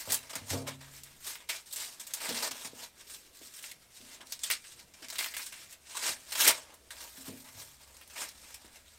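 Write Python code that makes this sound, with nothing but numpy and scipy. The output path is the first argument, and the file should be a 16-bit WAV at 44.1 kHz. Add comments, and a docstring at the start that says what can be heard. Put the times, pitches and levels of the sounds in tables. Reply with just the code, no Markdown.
"""Nine seconds of husking a corn cob over a steel kitchen sink, with a small microphone close by.
A quiet kitchen hisses and drones throughout. Tears come in from the first moments, pause around 3 s, return
sparsely from about 3.6 s and more thickly after 4.2 s, are loudest near 6.5 s and then thin out. Leaves are
banded noise grain shaped by strokes and tears, with added clicks; now and then a bump, a filtered noise knock,
sets decaying sines humming in the basin."""
import sys
import numpy as np
from scipy import signal
from scipy.fft import rfft, irfft, next_fast_len
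from scipy.io import wavfile
from scipy.ndimage import uniform_filter1d

SR = 44100
rng = np.random.default_rng(int(sys.argv[2]) if len(sys.argv) > 2 else 0)


def store_pcm(level_fs):
    """Save levels as 16-bit WAV."""
    pcm = np.round(np.clip(level_fs, -1, 1) * 32767).astype(np.int16)
    wavfile.write(sys.argv[1], SR, np.atleast_2d(pcm).T)


N = 396018


def gain_of(db):
    """Amplitude factor of a level in dB."""
    return 10 ** (np.asarray(db) / 20)


def evened(x):
    """Scales a sound to an rms of 1."""
    return x / np.sqrt(np.mean(x ** 2) + 1e-20)


def read(points, hz):
    """Reads a curve of (Hz, value) points along a logarithmic frequency axis."""
    f, value = np.transpose(points)
    return np.interp(np.log(hz + 1), np.log(f + 1), value)


def add(mix, s, sound):
    """Adds a sound into the mix from s seconds on, cut at the end of the mix."""
    part = mix[..., round(s * SR):][..., :sound.shape[-1]]
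    part += sound[..., :part.shape[-1]]


def filtered(x, order, hz, kind):
    """Butterworth filter with its edge or edges in Hz."""
    return signal.sosfilt(signal.butter(order, hz, kind, fs=SR, output="sos"), x)


def patchy(x, spectrum, patchy_db, size):
    """Colours x and lays smooth random patches over time and frequency; rms 1."""
    hz, t, z = signal.stft(x, SR, nperseg=size)
    patches = rng.standard_normal(z.shape)
    patches = uniform_filter1d(patches, size=6, axis=0)
    patches = evened(uniform_filter1d(patches, size=8, axis=1))
    level_db = read(spectrum, hz)[:, None] + patchy_db * patches
    return evened(signal.istft(z * gain_of(level_db), SR, nperseg=size)[1][:N])


def ringing(modes, t):
    """Resonances as sines that die away exponentially, one row for each (Hz, dB, t60 s)."""
    return np.array([gain_of(db - 60 * t / t60) * np.sin(2 * np.pi * hz * t) for hz, db, t60 in modes])


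def kitchen():
    """Steady coloured noise as hiss, and a distant narrow band of low noise as a wavering drone."""
    # Colour of the hiss. Each row: frequency in Hz, relative level in dB per Hz.
    room_colour = [(15, 9), (32, 8.5), (60, 1), (100, 6), (250, 6), (760, 1.5), (1260, -1.5), (2200, -3),
                   (7100, -4.5), (8650, -5), (10200, -6), (13200, -7.5), (16000, -15)]
    # Distant low drone. Each row: time in seconds, level in dB.
    drone_levels = [(0.0, -74), (0.75, -64.5), (1.9, -81), (3.25, -74.5), (3.6, -78.5), (6.95, -70.5),
                    (8.98, -68)]
    hiss = gain_of(-64.5) * patchy(rng.standard_normal(N), room_colour, patchy_db=2.5, size=2048)
    drone = evened(filtered(rng.standard_normal(N), 2, [52, 80], "bandpass"))
    drone_db = np.interp(np.arange(N) / SR, *np.transpose(drone_levels))
    return hiss + drone * gain_of(drone_db)


def echoes(x):
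    """Sparse taps of random sign from basin walls and tiles, each band dying at its own speed."""
    # Kitchen tail. Each row: frequency in Hz, t60 in seconds.
    tail_times = [(300, 0.2), (2000, 0.17), (8000, 0.078), (16000, 0.033)]
    taps = np.zeros(SR // 2)
    at = np.arange(100, len(taps) - 20, 20)
    taps[at + rng.integers(0, 20, len(at))] = rng.choice([-1., 1.], len(at))
    hz, t, z = signal.stft(taps, SR, nperseg=256)
    fading = gain_of(-60 * t / read(tail_times, hz)[:, None])
    tail = signal.istft(z * fading, SR, nperseg=256)[1]
    return signal.fftconvolve(x, tail / np.linalg.norm(tail))[:N]


def bumps():
    """A short hollow knock that sets the walls and the floor of the basin ringing."""
    # Bumps on the basin. Each row: start in seconds, knock peak in dB, knock pitch in Hz, knock t60 in
    # seconds, wall ringing in dB and floor boom in dB, both relative to the knock.
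    bump_rows = [(0.075, -35.5, 546, 0.09, -19, -15), (.36, -44.5, 250, 0.083, -24, -13),
                 (.415, -49.5, 200, 0.092, -7.5, 0.5), (0.509, -38.5, 604, 0.052, -3.5, 1.5),
                 (.532, -31, 520, 0.41, -6.5, -6), (.69, -47, 300, .08, -10, -13),
                 (2.288, -43, 302, 0.089, -2.5, -27), (2.309, -31.5, 398, 0.088, -15.5, -29.5),
                 (2.422, -47, 630, 0.077, -10, -31), (2.51, -47.5, 250, 0.096, -16, -23),
                 (2.649, -50, 199, 0.16, -17, -15), (2.733, -40, 360, 0.041, -21, -25),
                 (3.414, -47.5, 448, 0.13, -24, -28), (4.004, -54.5, 260, 0.09, -6.5, -13),
                 (4.201, -50.5, 600, 0.052, -15, -25), (5.019, -49.5, 450, 0.19, -15, -25),
                 (6.089, -43, 300, 0.095, -17, -22), (6.469, -50, 300, 0.071, -20, -9),
                 (7.179, -58, 240, 0.088, 0, -17), (7.281, -38.5, 283, 0.28, -8, -16.5),
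                 (7.549, -60, 200, .08, -11, 4.5), (8.646, -49.5, 344, 0.091, -19, -29)]
    # Ringing of the steel walls, then of the floor. Each row: frequency in Hz, relative level in dB, t60 in s.
    wall_modes = [(201.4, -5, 0.29), (234.8, -2.5, 0.53), (265.3, -2, 0.62), (359.4, -7, 0.49),
                  (472, -8, 0.46), (583, -8, 0.66), (634, -5, 0.3), (705, -11, 0.24), (790, -18, .2)]
    floor_modes = [(101, 4.5, 0.39), (137.6, -12, 1.5)]
    out, t = np.zeros(N), np.arange(2 * SR) / SR
    walls, floor = ringing(wall_modes, t), ringing(floor_modes, t).sum(0)
    short = t[:8000]
    for s, db, hz, t60, walls_db, floor_db in bump_rows:
        chance = rng.standard_normal(len(short))
        contact = 1.5 * np.exp(-short / 0.00031)
        rattle = chance * gain_of(-60 * short / t60)
        knock = filtered(contact + rattle, 2, [hz / 1.74, hz * 1.45], "bandpass")
        knock /= abs(knock).max()
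        sound = gain_of(walls_db + 2.0 * chance[:len(walls)]) @ walls  # each spot favours other modes
        sound += gain_of(floor_db) * floor
        sound *= 1 - np.exp(-t / 0.0028)  # soft contact
        add(sound, 0, knock)
        add(out, s, gain_of(db) * sound)
    return filtered(out, 2, 75, "highpass")  # a small basin radiates no deep bass


def fibres(per_s, spread_db, slips_per_s, slip_db, slip_s, hiss):
    """Tiny fibre breaks of uneven size over a sliding hiss, in small sudden slips; four bands, each of rms 1."""
    # Colour of the leaves up close. Each row: frequency in Hz, relative level in dB per Hz.
    leaf_colour = [(120, -54), (200, -9), (232, -12), (347, -11.5), (409, -14), (456, -11), (696, -6.5),
                   (836, -5.5), (1450, -6), (1560, -2.5), (7010, -2.5), (8740, 1.5), (10100, -3.5),
                   (14100, 3.5), (16000, -8)]
    # Edges between cob body, leaf flap, crackle and fibre fizz. 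Each entry: frequency in Hz.
    band_edges = [1200, 3500, 9500]
    slips = gain_of(slip_db * np.minimum(rng.exponential(1, N), 3))
    slips = slips * (rng.random(N) < slips_per_s / SR)
    clumps = 1.6 + signal.lfilter([1], [1, -np.exp(-1 / (slip_s * SR))], slips)  # sudden start, slower fade
    sizes = gain_of(spread_db * np.minimum(rng.exponential(1, N), 4)) * rng.standard_normal(N)
    breaks = evened(sizes * (rng.random(N) < per_s / SR))
    grain = np.sqrt(clumps) * (breaks + hiss * rng.standard_normal(N))
    grain /= np.sqrt(uniform_filter1d(clumps, size=3000))  # slips redistribute the energy, not add to it
    grain = patchy(grain, leaf_colour, patchy_db=2.0, size=256)
    size = next_fast_len(N)
    z, hz = rfft(grain, size), np.fft.rfftfreq(size, 1 / SR) + 1
    below = [1 / (1 + (hz / edge) ** 8) for edge in band_edges]
    shares = np.diff([0 * hz, *below, 0 * hz + 1], axis=0)
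    return np.array([evened(irfft(z * share, size)[:N]) for share in shares])


def colour(db, colour_db, dull_db):
    """Power in the four bands: a dull stroke or tear favours the lower ones."""
    # Share of the dullness that each band gains, in order: cob body, leaf flap, crackle, fibre fizz.
    dulling = np.array([1.25, 0.82, 0.049, -.2])
    return gain_of(2 * (db + np.array(colour_db) + dull_db * dulling))[:, None]


def ticks():
    """A vein breaks with a very short click, then a short rattle of the freed leaf."""
    # One vein of a leaf breaks. Each row: start in seconds, peak level in dB, pitch in Hz.
    tick_rows = [(0.101, -24, 8210), (0.1212, -13.5, 8170), (0.144, -11.5, 8300), (0.3545, -21.5, 8770),
                 (0.6778, -29, 2510), (1.035, -30, 8300), (1.355, -28, 2400), (1.4957, -19, 2330),
                 (1.7279, -33, 7670), (1.7604, -21, 7840), (2.0685, -38.5, 6970), (2.137, -20, 8260),
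                 (2.291, -22, 5120), (2.4252, -33, 2980), (2.4444, -22, 5620), (2.51, -28, 5600),
                 (3.389, -39, 5020), (3.47, -38, 7870), (3.626, -36, 8880), (3.6412, -26.5, 2680),
                 (3.7155, -38, 2030), (4.2706, -34, 5430), (4.3228, -19.5, 5430), (4.3924, -33, 5550),
                 (4.5016, -13.5, 2780), (4.51, -20, 8600), (4.5128, -20, 3380), (4.9387, -38, 5370),
                 (5.085, -30, 5730), (5.1015, -27, 5540), (5.1567, -27, 3390), (5.1842, -23, 8680),
                 (5.19, -16, 3860), (5.2026, -26, 8470), (5.21, -19.5, 2030), (5.228, -22, 2180),
                 (5.2436, -17.5, 2430), (5.2618, -20.5, 2050), (5.3396, -25, 2160), (5.3673, -24, 2160),
                 (5.381, -28, 8560), (5.3941, -26.5, 1990), (5.412, -32, 2200), (5.43, -27, 8350),
                 (5.4434, -35, 8980), (5.461, -34, 8510), (5.71, -38, 8590), (5.7275, -33, 8600),
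                 (6.0367, -34, 1940), (6.093, -24, 8550), (6.2993, -40, 3430), (6.322, -41, 2740),
                 (6.3522, -23, 2750), (6.408, -18, 8700), (6.466, -8.5, 2030), (6.4763, -8, 8800),
                 (6.4915, -20, 7880), (6.5064, -13, 1790), (6.906, -46, 1800), (6.741, -43, 8600),
                 (6.9677, -36, 2870), (7.9683, -37, 7650), (8.013, -39, 2270), (8.077, -37, 8600),
                 (8.108, -41, 6440), (8.543, -34, 8590)]
    out, t = np.zeros(N), np.arange(3000) / SR
    shape = np.exp(-t / 0.00015) + gain_of(-12.5 - 60 * t / 0.088)
    for s, db, hz in tick_rows:
        burst = shape * rng.standard_normal(len(t))
        click = filtered(burst, 1, [hz / 1.36, hz * 1.42], "bandpass")
        click += 0.21 * np.diff(burst, prepend=0)  # some bright edge
        add(out, s, gain_of(db) * click / abs(click).max())
    return out


def strokes():
    """Power in four bands: each pull or rub swells, holds and fades; their powers add."""
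    # One pull or rub of the leaves. Each row: start of the peak in seconds, crackle in dB, swell in seconds,
    # hold in seconds, fade in seconds, dullness in dB.
    stroke_rows = [(0.0, -41.5, .05, 0.0021, 0.065, -3), (0.113, -32, 0.054, 0.0021, 0.079, -0.5),
                   (0.344, -50.5, 0.28, 0.032, 0.16, 3), (.5, -37, 0.04, 0.03, 0.098, -3),
                   (0.676, -43, 0.021, 0.011, 0.063, 7.5), (0.825, -58, .1, 0.018, 0.17, 4),
                   (.97, -52, 0.15, 0.0023, 0.081, 0), (1.061, -61, 0.089, 0.051, .15, 6),
                   (1.276, -41, 0.077, 0.027, 0.093, -0.5), (1.41, -57.5, .05, 0.01, .05, 8),
                   (1.501, -45, 0.023, 0.071, 0.067, -0.5), (1.724, -43, 0.051, .02, 0.17, -15),
                   (1.82, -39, 0.14, 0, 0.14, -2.5), (2.054, -59, 0.091, 0.08, .2, -2),
                   (2.222, -43, 0.075, .05, .1, -5), (2.3, -39.5, 0.093, 0, .07, 7),
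                   (2.398, -37, 0.38, 0.078, 0.037, 1.5), (2.654, -43.5, 0.29, 0.016, 0.044, -1),
                   (2.792, -48.5, 0.099, 0.055, 0.062, 0.5), (2.999, -55, 0.07, 0.0072, .1, 2),
                   (3.106, -48.5, 0.063, 0.042, 0.11, -4), (3.247, -63.5, .1, .03, 0.12, 2.5),
                   (3.354, -56, 0.039, 0.018, .06, -3), (3.423, -53.5, .04, 0.046, .1, -1),
                   (3.577, -48.5, .12, 0.012, .08, -3.5), (3.634, -48.5, 0.057, 0.066, 0.071, 0.5),
                   (3.82, -64, 0.055, .02, .05, 2), (3.963, -54.5, .1, 0.004, 0.26, -2.5),
                   (4.131, -51.5, 0.19, 0.018, 0.083, 2.5), (4.262, -57, .02, 0.0038, .05, -1),
                   (4.319, -44.5, .05, 0.0027, 0.095, -5.5), (4.447, -39, 0.049, 0.0019, 0.092, -4),
                   (4.53, -36, 0.094, 0.005, 0.047, 1), (4.7, -51, 0.31, 0, .18, -3.5),
                   (4.8, -49.5, 0.043, 0, .035, 1), (5.05, -52.5, 0.16, 0, 0.073, 3),
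                   (5.102, -51, 0.028, 0.11, .05, 5), (5.198, -41, .04, 0.037, 0.19, -5),
                   (5.377, -46, 0.24, 0.074, 0.069, 0.5), (5.548, -53.5, .2, 0.089, 0.085, 4),
                   (5.729, -51, 0.07, 0, 0.051, 2), (5.924, -47, 0.1, 0, .1, 0),
                   (5.973, -41.5, 0.075, 0.0013, .1, -1), (6.049, -33.5, 0.085, 0.049, 0.068, 1.5),
                   (6.208, -57, 0.13, 0.0017, .12, 1), (6.31, -43, 0.02, 0.11, .05, 2),
                   (6.399, -28, 0.021, 0.052, .1, 0), (6.474, -19.5, 0.11, .025, 0.023, 2),
                   (6.55, -47, 0.046, .01, .14, 3), (6.72, -64, 0.19, 0.022, 0.059, 9),
                   (7.021, -48, 0.19, 0.0014, .2, -1), (7.193, -53, 0.25, 0.021, 0.11, -2),
                   (7.28, -48.5, .08, 0, 0.073, 1), (7.39, -55, 0.19, 0, 0.47, -2),
                   (7.601, -49, .11, 0.017, 0.14, -1.5), (7.69, -61.5, .03, 0.026, 0.15, -6),
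                   (7.824, -59.5, 0.083, 0.0029, 0.14, -0.5), (7.919, -61.5, 0.21, .1, 0.12, 1.5),
                   (8.21, -41, 0.11, .02, 0.083, 3), (8.531, -52.5, 0.43, 0.011, 0.085, 0),
                   (8.29, -50, .02, 0, 0.043, -13), (8.66, -58, 0.17, 0, 0.094, 3),
                   (8.76, -55.5, 0.088, 0, 0.11, 3), (8.88, -62.5, 0.11, 0.086, .1, 2)]
    # Colour of a rub. Each entry: relative dB, in order cob body, leaf flap, crackle, fibre fizz.
    rub_colour = [-14.5, -7, -0.5, -9.5]
    range_db = 20  # a swell climbs and a fade drops this far in its given time
    t, out = np.arange(N) / SR, np.zeros((4, N))
    for s, db, swell, hold, fade, dull_db in stroke_rows:
        near = slice(max(round((s - 3 * swell) * SR), 0), round((s + hold + 3 * fade) * SR))
        before = np.maximum((s - t[near]) / swell, 0)
        after = np.maximum((t[near] - s - hold) / fade, 0)
        out[:, near] += colour(db, rub_colour, dull_db) * gain_of(-2 * range_db * (before + after))
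    return out


def tears():
    """A leaf sticks, then tears loose: band powers, the hush in dB before it, and the curled leaf's resonance."""
    # A leaf tears loose. Each row: start in seconds, nominal peak in dB, dullness in dB, t60 in seconds,
    # resonance in Hz.
    snap_rows = [(0.101, -20, -4, .11, 8210), (0.123, -11, -9, 0.098, 8300), (.295, -21, 6.5, 0.16, 8310),
                 (0.3308, -23.5, 11, 0.11, 4910), (.3541, -12, 6, 0.073, 8700), (.4934, -22, -5, .11, 6580),
                 (0.668, -20.5, 7, 0.13, 2230), (0.806, -33.5, 10.5, 0.2, 3810),
                 (1.4896, -9.5, 4, 0.18, 2320), (1.658, -28.5, -8, 0.098, 3920),
                 (1.7255, -14, -29, 0.086, 7670), (1.76, -15.5, 3, 0.1, 7900),
                 (1.997, -15.5, -4, 0.12, 7850), (2.068, -19.5, -24, 0.089, 6980),
                 (2.1357, -23, -8, 0.091, 8600), (2.2023, -24, 11, .1, 2850),
                 (2.2903, -18, 10, 0.081, 5140), (2.345, -20, -5, .14, 5840), (2.4234, -27, 3, .11, 2980),
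                 (2.5108, -13.5, 4.5, 0.077, 5700), (2.647, -20, 5, 0.066, 2460),
                 (3.6262, -29, -7, .089, 8880), (3.714, -21, -8, 0.058, 2070),
                 (4.2056, -30, 13, 0.14, 1060), (4.321, -16, -7, 0.062, 5430),
                 (4.3906, -30.5, -1, 0.074, 5550), (4.4345, -10, -12, 0.13, 3320),
                 (4.5103, -5.5, 3, 0.063, 8700), (4.64, -34, 12.5, 0.15, 8300), (4.794, -32, 2, .11, 1000),
                 (4.9392, -32.5, 8, 0.083, 5370), (5.022, -26, 8.5, 0.17, 5100),
                 (5.124, -21.5, 3, 0.19, 8370), (5.156, -18, -2, .07, 3400),
                 (5.1832, -12.5, -1, 0.16, 2170), (5.34, -18.5, 4, 0.094, 2120),
                 (5.367, -15, -8, 0.066, 2150), (5.463, -19.5, 0, 0.16, 8300), (5.522, -22, 6, 0.076, 8900),
                 (5.9458, -18.5, 1, 0.23, 1040), (6.3202, -15.5, 6, 0.1, 2830),
                 (6.3513, -20, 15, .12, 2780), (6.401, -5.5, -5, 0.18, 3200), (6.444, -3, 4, 0.12, 7680),
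                 (6.4662, -8, -7, .12, 2010), (6.477, 2.5, -3, 0.12, 8670), (6.4902, -9, -5, .11, 7900),
                 (6.506, -10, 0, .12, 1780), (6.905, -19, 3.5, 0.11, 1770), (7.444, -37.5, 15, 0.34, 2070),
                 (8.098, -29.5, 6, .11, 6180), (8.157, -23, 10, 0.21, 2320),
                 (8.543, -19.5, -8, 0.062, 8590)]
    # Colour of a tear. Each entry: relative dB, in order cob body, leaf flap, crackle, fibre fizz.
    tear_colour = [-21, -8, -1, -7.5]
    crest_db = 22.5  # nominal peak of a tear over its rms
    power, hush_db, hollow = np.zeros((4, N)), np.zeros(N), np.zeros(N)
    t = np.arange(8000) / SR
    hush = -6.0 * np.exp(-t[:2000][::-1] / 0.019)
    for s, db, dull_db, t60, hz in snap_rows:
        rms_db = db - crest_db
        dying = gain_of(-120 * t / t60) * (1 - np.exp(-35 * t / t60))  # power; long tears start more slowly
        add(power, s, colour(rms_db, tear_colour, dull_db) * dying)
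        add(hush_db, s - 2000 / SR, hush)  # the taut leaf sticks before it gives
        curl = evened(filtered(rng.standard_normal(len(t)), 1, [hz / 1.05, hz * 1.05], "bandpass"))
        add(hollow, s, gain_of(rms_db + 0.12 * dull_db - 3.0) * np.sqrt(dying) * curl)
    return power, hush_db, hollow


def husks():
    """The strokes and the sudden tears add their power, band by band, on the same fibres."""
    # Slow drift of the lowest and highest band. Each row: time in seconds, cob body in dB, fibre fizz in dB.
    drift_rows = [(0, 3.5, 6), (.6, 4.5, -4), (1.1, -3.5, 6), (1.6, 0, -3), (2.1, 1, 0), (2.7, 5.5, -0.5),
                  (3.3, -7.5, 1), (3.9, -6.5, 0.5), (4.3, 2.5, -5), (4.6, -13, -8), (5, 0.5, -4),
                  (5.6, -7, 0), (6, 0, -6.5), (6.4, -1.5, 4.5), (6.7, 5.5, -9), (7.2, 3, 6.5),
                  (7.802, 4.5, 1), (8.3, 1, -0.5), (8.98, -2, -2)]
    # Thin steel and stiff leaves ring with every crackle. 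Each row: frequency in Hz, relative dB, t60 in s.
    ring_modes = [(668, 13.5, 0.074), (1070, 4, 0.28), (1570, -2, 0.34), (1780, -4, 0.13),
                  (2175, -4.5, 0.3), (2376, 6, 0.28), (2883, 9, 0.038), (3340, -5, 0.16), (3980, 6, 0.27),
                  (4460, 0, 0.14), (5560, 14, 0.12), (7820, -16, 0.12), (9200, 0, 0.15)]
    tear_power, hush_db, hollow = tears()
    grain = fibres(per_s=8000, spread_db=1.6, slips_per_s=120, slip_db=3.8, slip_s=.006, hiss=1.2)
    s, body, fizz = np.transpose(drift_rows)
    drift = gain_of([np.interp(np.arange(N) / SR, s, db) for db in (body, 0 * s, 0 * s, fizz)])
    power = strokes() * gain_of(2 * hush_db) + tear_power
    leaves = (np.sqrt(power) * drift * grain).sum(0) + hollow + ticks()
    leaves = filtered(leaves, 2, 170, "highpass")  # leaves push no bass
    rings = ringing(ring_modes, np.arange(8000) / SR).sum(0)
    rung = signal.oaconvolve(leaves, rings / np.linalg.norm(rings))[:N]
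    return leaves + gain_of(-21) * rung


def scene():
    """Husks and bumps close by, their echoes, and the kitchen behind; one channel."""
    near = husks() + bumps()
    return (near + gain_of(-13.5) * echoes(near) + kitchen())[None]


def record(dry):
    """The small microphone's band limit: a steep low-pass at 15900 Hz."""
    low_pass = signal.firwin(511, 15900, window=("kaiser", 9), fs=SR)
    return signal.oaconvolve(dry, low_pass[None], "same")


dry = scene()
out = record(dry)
store_pcm(out)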